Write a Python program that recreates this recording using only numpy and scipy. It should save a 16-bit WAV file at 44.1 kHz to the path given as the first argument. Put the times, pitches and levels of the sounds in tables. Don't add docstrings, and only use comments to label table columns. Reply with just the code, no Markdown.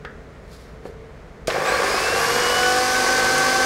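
import sys
import numpy as np
from scipy import signal
from scipy.fft import rfft, irfft, next_fast_len
from scipy.io import wavfile
from scipy.ndimage import map_coordinates

SR = 44100
rng = np.random.default_rng(int(sys.argv[2]) if len(sys.argv) > 2 else 0)


def file_out(sig):
    cols = np.atleast_2d(sig).T
    lim = np.clip(cols, -1, 1)
    pcm = np.round(lim * 32767).astype(np.int16)
    wavfile.write(sys.argv[1], SR, pcm)


N = 160965
TIME = np.arange(N) / SR
MOTOR_ON_S, FIRST_THROB_S, MAINS_HZ = 1.479, 1.4822, 49.9


def amp(db):
    return 10 ** (np.asarray(db) / 20)


def unit(x):
    return x / np.sqrt(np.mean(x ** 2) + 1e-20)


def along(points, hz):
    freqs, values = np.transpose(points)
    return np.interp(np.log(hz + 1), np.log(freqs + 1), values)


def curves(rows):
    times, *columns = np.transpose(rows)
    return [np.interp(TIME, times, column) for column in columns]


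def wobble(rate):
    return map_coordinates(rng.standard_normal(4096), [TIME * rate], mode="wrap")


def filtered(x, response):
    size = next_fast_len(N + SR // 2)
    return irfft(rfft(x, size) * response(np.fft.rfftfreq(size, 1 / SR)), size)[:N]


def noise(spectrum):
    return unit(filtered(rng.standard_normal(N), lambda hz: amp(along(spectrum, hz))))


def throb(sharp):
    return unit(np.exp(sharp * (np.cos(2 * np.pi * MAINS_HZ * (TIME - FIRST_THROB_S)) - 1)))


# (frequency [Hz], relative level [dB])
ROOM_TONE = [(20, -13), (40, 1), (64, 4), (90, -7.5), (200, -5.5), (310, -14), (480, -9), (640, -13),
             (800, -18.5), (1300, -19.5), (2150, -23), (2700, -31), (6500, -39.5), (15500, -57.5)]
# (frequency [Hz], level [dB])
APPLIANCE_HUM = [(150.7, -52.5), (414.5, -61), (446.8, -55)]
def background():
    hum = np.zeros(N)
    for hz, db in APPLIANCE_HUM:
        swell = amp(db + 4.1 * wobble(rate=6.1))
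        hum += swell * unit(np.sin(2 * np.pi * hz * TIME + 0.61 * wobble(rate=12)))
    return amp(-41) * noise(ROOM_TONE) + hum


# (time [s], level [dB], t60 [s], centre [Hz], half-width [octaves])
KNOCKS = [(0.05, -32, 0.029, 1680, 1.33), (0.048, -36.5, 0.26, 1550, 0.4), (0.853, -42, 0.12, 1000, 1.3),
          (1.473, -21.5, 0.055, 2800, 1.7), (1.481, -14.5, 0.045, 570, 0.32),
          (1.502, -22.5, 0.056, 2600, 0.87), (3.38, -23, .05, 7840, 0.49)]
def knocks():
    out = np.zeros(N)
    for start, db, t60, centre, octaves in KNOCKS:
        band = lambda hz: 1 / (1 + (np.log2((hz + 1) / centre) / octaves) ** 4) ** 1.5
        crack = unit(filtered(rng.standard_normal(N), band))
        out += crack * (TIME >= start) * amp(db - 60 * np.abs(TIME - start) / t60)
    return out


# (time [s], level [dB])
THUDS = [(0.048, -37.5), (0.8548, -28.5), (1.481, -27.5)]
# (frequency [Hz], relative level [dB], t60 [s])
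JAR_MODES = [(422.3, -4.5, 0.31), (487, -1, 0.1), (540, -1, 0.078), (726, -2.5, 0.036)]
def thuds():
    out = np.zeros(N)
    for start, db in THUDS:
        age = np.maximum(TIME - start, 0)
        for hz, mode_db, t60 in JAR_MODES:
            out += amp(db + mode_db - 60 * age / t60) * np.sin(2 * np.pi * hz * age)
    return out


# (peak time [s], level [dB], rise [s], fall [s])
SLIDES = [(0.54, -51.5, 0.041, 0.058), (0.615, -56, 0.037, 0.078), (0.865, -53.5, 0.016, 0.033)]
# (frequency [Hz], relative level [dB])
SKIN_HISS = [(800, -20), (2500, -3), (4200, 4.5), (7000, -3), (11000, -7), (15500, -15)]
def palm_slides():
    out = np.zeros(N)
    for peak, db, rise, fall in SLIDES:
        swell = np.exp(-np.maximum((peak - TIME) / rise, (TIME - peak) / fall))
        out += noise(SKIN_HISS) * amp(db + 1.3 * wobble(rate=200)) * swell
    return out


def field_hum():
    angle = 2 * np.pi * MAINS_HZ * TIME
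    return sum(amp(db) * np.sin(k * angle + 2 * np.pi * rng.random())
               for k, db in [(2, -45), (3, -47), (4, -49)])


# (frequency [Hz], relative level [dB])
BOOM_COLOUR = [(60, -42), (150, -20.5), (310, -17.5), (400, -9), (460, 0), (560, -2.5), (670, -23),
               (770, -3.5), (900, -11), (1400, -47)]
def jar_boom(db, load):
    depth = load ** 0.35
    pulsing = np.sqrt(1 - depth + depth * throb(sharp=1.54) ** 2)
    return noise(BOOM_COLOUR) * pulsing * amp(db - 8.5 + 4.3 * load)


# (frequency [Hz], relative level [dB])
GRIND_COLOUR = [(300, -47), (700, -15), (900, -8), (1000, -4.5), (1140, 1), (1350, -10), (1580, 0.5),
                (1800, -6), (2350, -7), (2700, -14.5), (3600, -18.5), (9000, -37)]
def pulp(db, load):
    return noise(GRIND_COLOUR) * amp(db - 3.5 + 2 * load + 1.34 * wobble(rate=120))


# (frequency [Hz], relative level [dB])
AIR_COLOUR = [(100, -14), (320, -1.5), (640, -6), (1200, -15), (2600, -1), (3400, -2), (4200, 0.5),
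              (5100, 3.5), (6200, -1), (7000, -3), (9000, -5.5), (10000, -11), (12000, -12.5), (13000, -20),
              (15700, -21)]
def fan(db, speed):
    swish = 1 + 0.055 * np.cos(2 * np.pi * np.cumsum(speed) / SR) + 0.053 * throb(sharp=1.8)
    return noise(AIR_COLOUR) * swish * amp(db - 1.08 + 0.77 * wobble(rate=300))


# (frequency [Hz], width [Hz], relative level [dB])
WALL_RINGS = [(520, 84, -1), (730, 60, 7), (1210, 610, -4.5), (1470, 47, 5), (2430, 260, -14.5),
              (4800, 4500, -37), (8500, 3000, -38)]
def small_pieces(db, load, speed):
    def plastic(hz):
        return sum((-1) ** k * amp(ring_db) * 1j * hz * width / (centre**2 - hz**2 + 1j * hz * width)
                   for k, (centre, width, ring_db) in enumerate(WALL_RINGS))
    hits = (rng.random(N) < 2 * speed / SR) * rng.uniform(-1.03, 1, N)
    return unit(filtered(hits, plastic)) * amp(db - 12.5 + 3.5 * load)


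# (time [s], boom [dB], grind [dB], air [dB])
CHURN_FADERS = [(1.5, -28.5, -29, -37.5), (1.6, -23.5, -28.5, -37.5), (1.69, -23, -23, -33.5),
                (2.0, -22.5, -24, -29.5), (2.45, -22, -22.5, -27), (2.75, -37, -26.5, -26),
                (3.05, -21.5, -24, -26.5), (3.35, -25, -24, -25.5), (3.65, -26, -26, -26.5)]
def churn(speed):
    boom_db, grind_db, air_db = curves(CHURN_FADERS)
    load = np.exp(-np.maximum(TIME - MOTOR_ON_S, 0) / 0.55)
    roar = jar_boom(boom_db, load) + pulp(grind_db, load) + fan(air_db, speed)
    return roar + small_pieces(grind_db, load, speed)


# (time [s], level [dB])
THUMPS = [(1.542, -15), (1.561, -17), (1.621, -19), (1.662, -20), (1.742, -19), (1.801, -18), (1.821, -19),
          (1.904, -23), (1.942, -17), (2.042, -21), (2.082, -19), (2.122, -16.5), (2.163, -18),
          (2.403, -21), (2.435, -19.5), (2.522, -18), (2.564, -16.5), (2.584, -17)]
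def big_pieces(attack_s=0.0012, t60=0.049, detune=0.054, crunch_db=-12, low_cut_hz=390):
    out, age = np.zeros(N + SR), np.arange(SR // 10) / SR
    crunch = noise(GRIND_COLOUR)
    envelope = amp(-60 * age / t60) * (1 - np.exp(-age / attack_s))
    for start, db in THUMPS:
        *scatter_db, pitch_scatter = rng.standard_normal(len(JAR_MODES) + 1)
        pitch = 1 + detune * pitch_scatter
        ring = sum(amp(mode_db + offset) * np.sin(2 * np.pi * hz * pitch * age)
                   for (hz, mode_db, _), offset in zip(JAR_MODES, scatter_db))
        span = round(start * SR) + np.arange(len(age))
        out[span] += amp(db) * envelope * (ring + amp(crunch_db) * crunch[span])
    return filtered(out[:N], lambda hz: 1 / (1 + (low_cut_hz / (hz + 1)) ** 10))


LEAD_ORDERS = [2, 3, 6, 7, 12]
# (time [s], level of each order in turn [dB])
LEAD_FADERS = [(1.7, -44, -33, -38, -48, -48), (1.9, -36, -50, -36, -55, -39),
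               (2.05, -34, -42, -47, -48, -32), (2.25, -31.5, -40, -44, -48, -37),
               (2.46, -29, -37, -33.5, -42, -34.5), (2.66, -25.5, -24.5, -23, -33.5, -30),
               (2.8, -27, -23, -31, -31.5, -42), (3.0, -31, -29, -23.5, -43, -49),
               (3.55, -29.5, -27, -23.5, -41, -50)]
FAINT_LINES = [(1, 0), (1, 2), (2, -2), (2, -1), (3, 6), (4, 2), (5, 0), (8, 0), (9, 0), (24, 0)]
FAINT_DB = [-35.5, -38, -41.5, -37, -38, -33.5, -37, -37, -43, -38]
def whine(speed, roughness=0.3, flutter_hz=60, full_whine_hz=164):
    def partial(cycles, rough, pulsed):
        angle = 2 * np.pi * (cycles + rng.random())
        tone = np.sin(angle) * (1 + rough * wobble(flutter_hz))
        phase_shake = pulsed * (pulse - pulse.mean()) + rough * wobble(flutter_hz)
        return unit(tone + phase_shake * np.cos(angle))
    turns = np.cumsum(speed * (1 + 0.00093 * wobble(rate=30))) / SR
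    pulse = throb(sharp=9.9)
    lead, faint = np.zeros((2, N))
    for order, db in zip(LEAD_ORDERS, curves(LEAD_FADERS)):
        flicker_db = 0.16 * order * wobble(rate=22)
        lead += amp(db + flicker_db) * partial(order * turns, roughness / order, pulsed=1 / order)
    for (order, offset), db in zip(FAINT_LINES, FAINT_DB):
        faint += amp(db) * partial(order * turns + offset * MAINS_HZ * TIME, roughness, pulsed=0.22)
    return lead * np.minimum(speed / full_whine_hz, 1) ** 5 + faint * (speed / speed.max()) ** 14.7


# (time [s], 24th order [dB], 48th order [dB])
BRUSH_FADERS = [(1.63, -49, -57), (1.695, -38, -36), (1.74, -44, -52), (1.86, -45, -43), (1.95, -38, -52),
                (2.27, -49, -42), (2.7, -48, -52), (2.9, -43, -60)]
def brushes(speed):
    def band(order, full_width_hz):
        angle = 2 * np.pi * order * np.cumsum(speed) / SR
        knots = np.cumsum(full_width_hz * (speed / speed.max()) ** 2) / SR
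        cos_gain, sin_gain = (map_coordinates(row, [knots]) for row in rng.standard_normal((2, N // 2)))
        return unit(cos_gain * np.cos(angle) + sin_gain * np.sin(angle))
    low_db, high_db = curves(BRUSH_FADERS)
    low = amp(low_db) * band(order=24, full_width_hz=450)
    high = amp(high_db) * band(order=48, full_width_hz=1500)
    return amp(2.6 * wobble(rate=21)) * (low + high)


# (frequency [Hz], t60 [s])
KITCHEN_DECAY = [(1500, 0.48), (10000, 0.083)]
def kitchen(x):
    hz, age, spectrum = signal.stft(rng.standard_normal(SR // 2), SR, nperseg=256)
    decay = amp(-60 * age / along(KITCHEN_DECAY, hz)[:, None])
    _, tail = signal.istft(spectrum * decay, SR, nperseg=256)
    return signal.fftconvolve(x, tail / np.linalg.norm(tail))[:N]


# (time [s], shaft speed [turns/s])
SHAFT_SPEED = [(1.475, 40), (1.55, 105), (1.65, 151), (1.69, 163), (1.87, 202), (1.96, 210), (2.04, 219.6),
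               (2.2, 232), (2.36, 240), (2.52, 244.8), (2.68, 247.8), (2.8, 251.4), (3.06, 254), (3.3, 256),
               (3.65, 257.3)]
def scene():
    speed, = curves(SHAFT_SPEED)
    motor_on = np.clip((TIME - MOTOR_ON_S) / 0.0019, 0, 1)
    handling = knocks() + thuds() + palm_slides()
    noises = handling + amp(0.5) * motor_on * (brushes(speed) + churn(speed)) + big_pieces()
    reverb = amp(-9) * kitchen(noises)
    tones = motor_on * (whine(speed) + field_hum())
    mono = noises + reverb + tones + background()
    return np.array([mono, mono])


def record(dry):
    return np.array([filtered(channel, lambda hz: hz < 15750) for channel in dry])


dry = scene()
out = record(dry)
file_out(out)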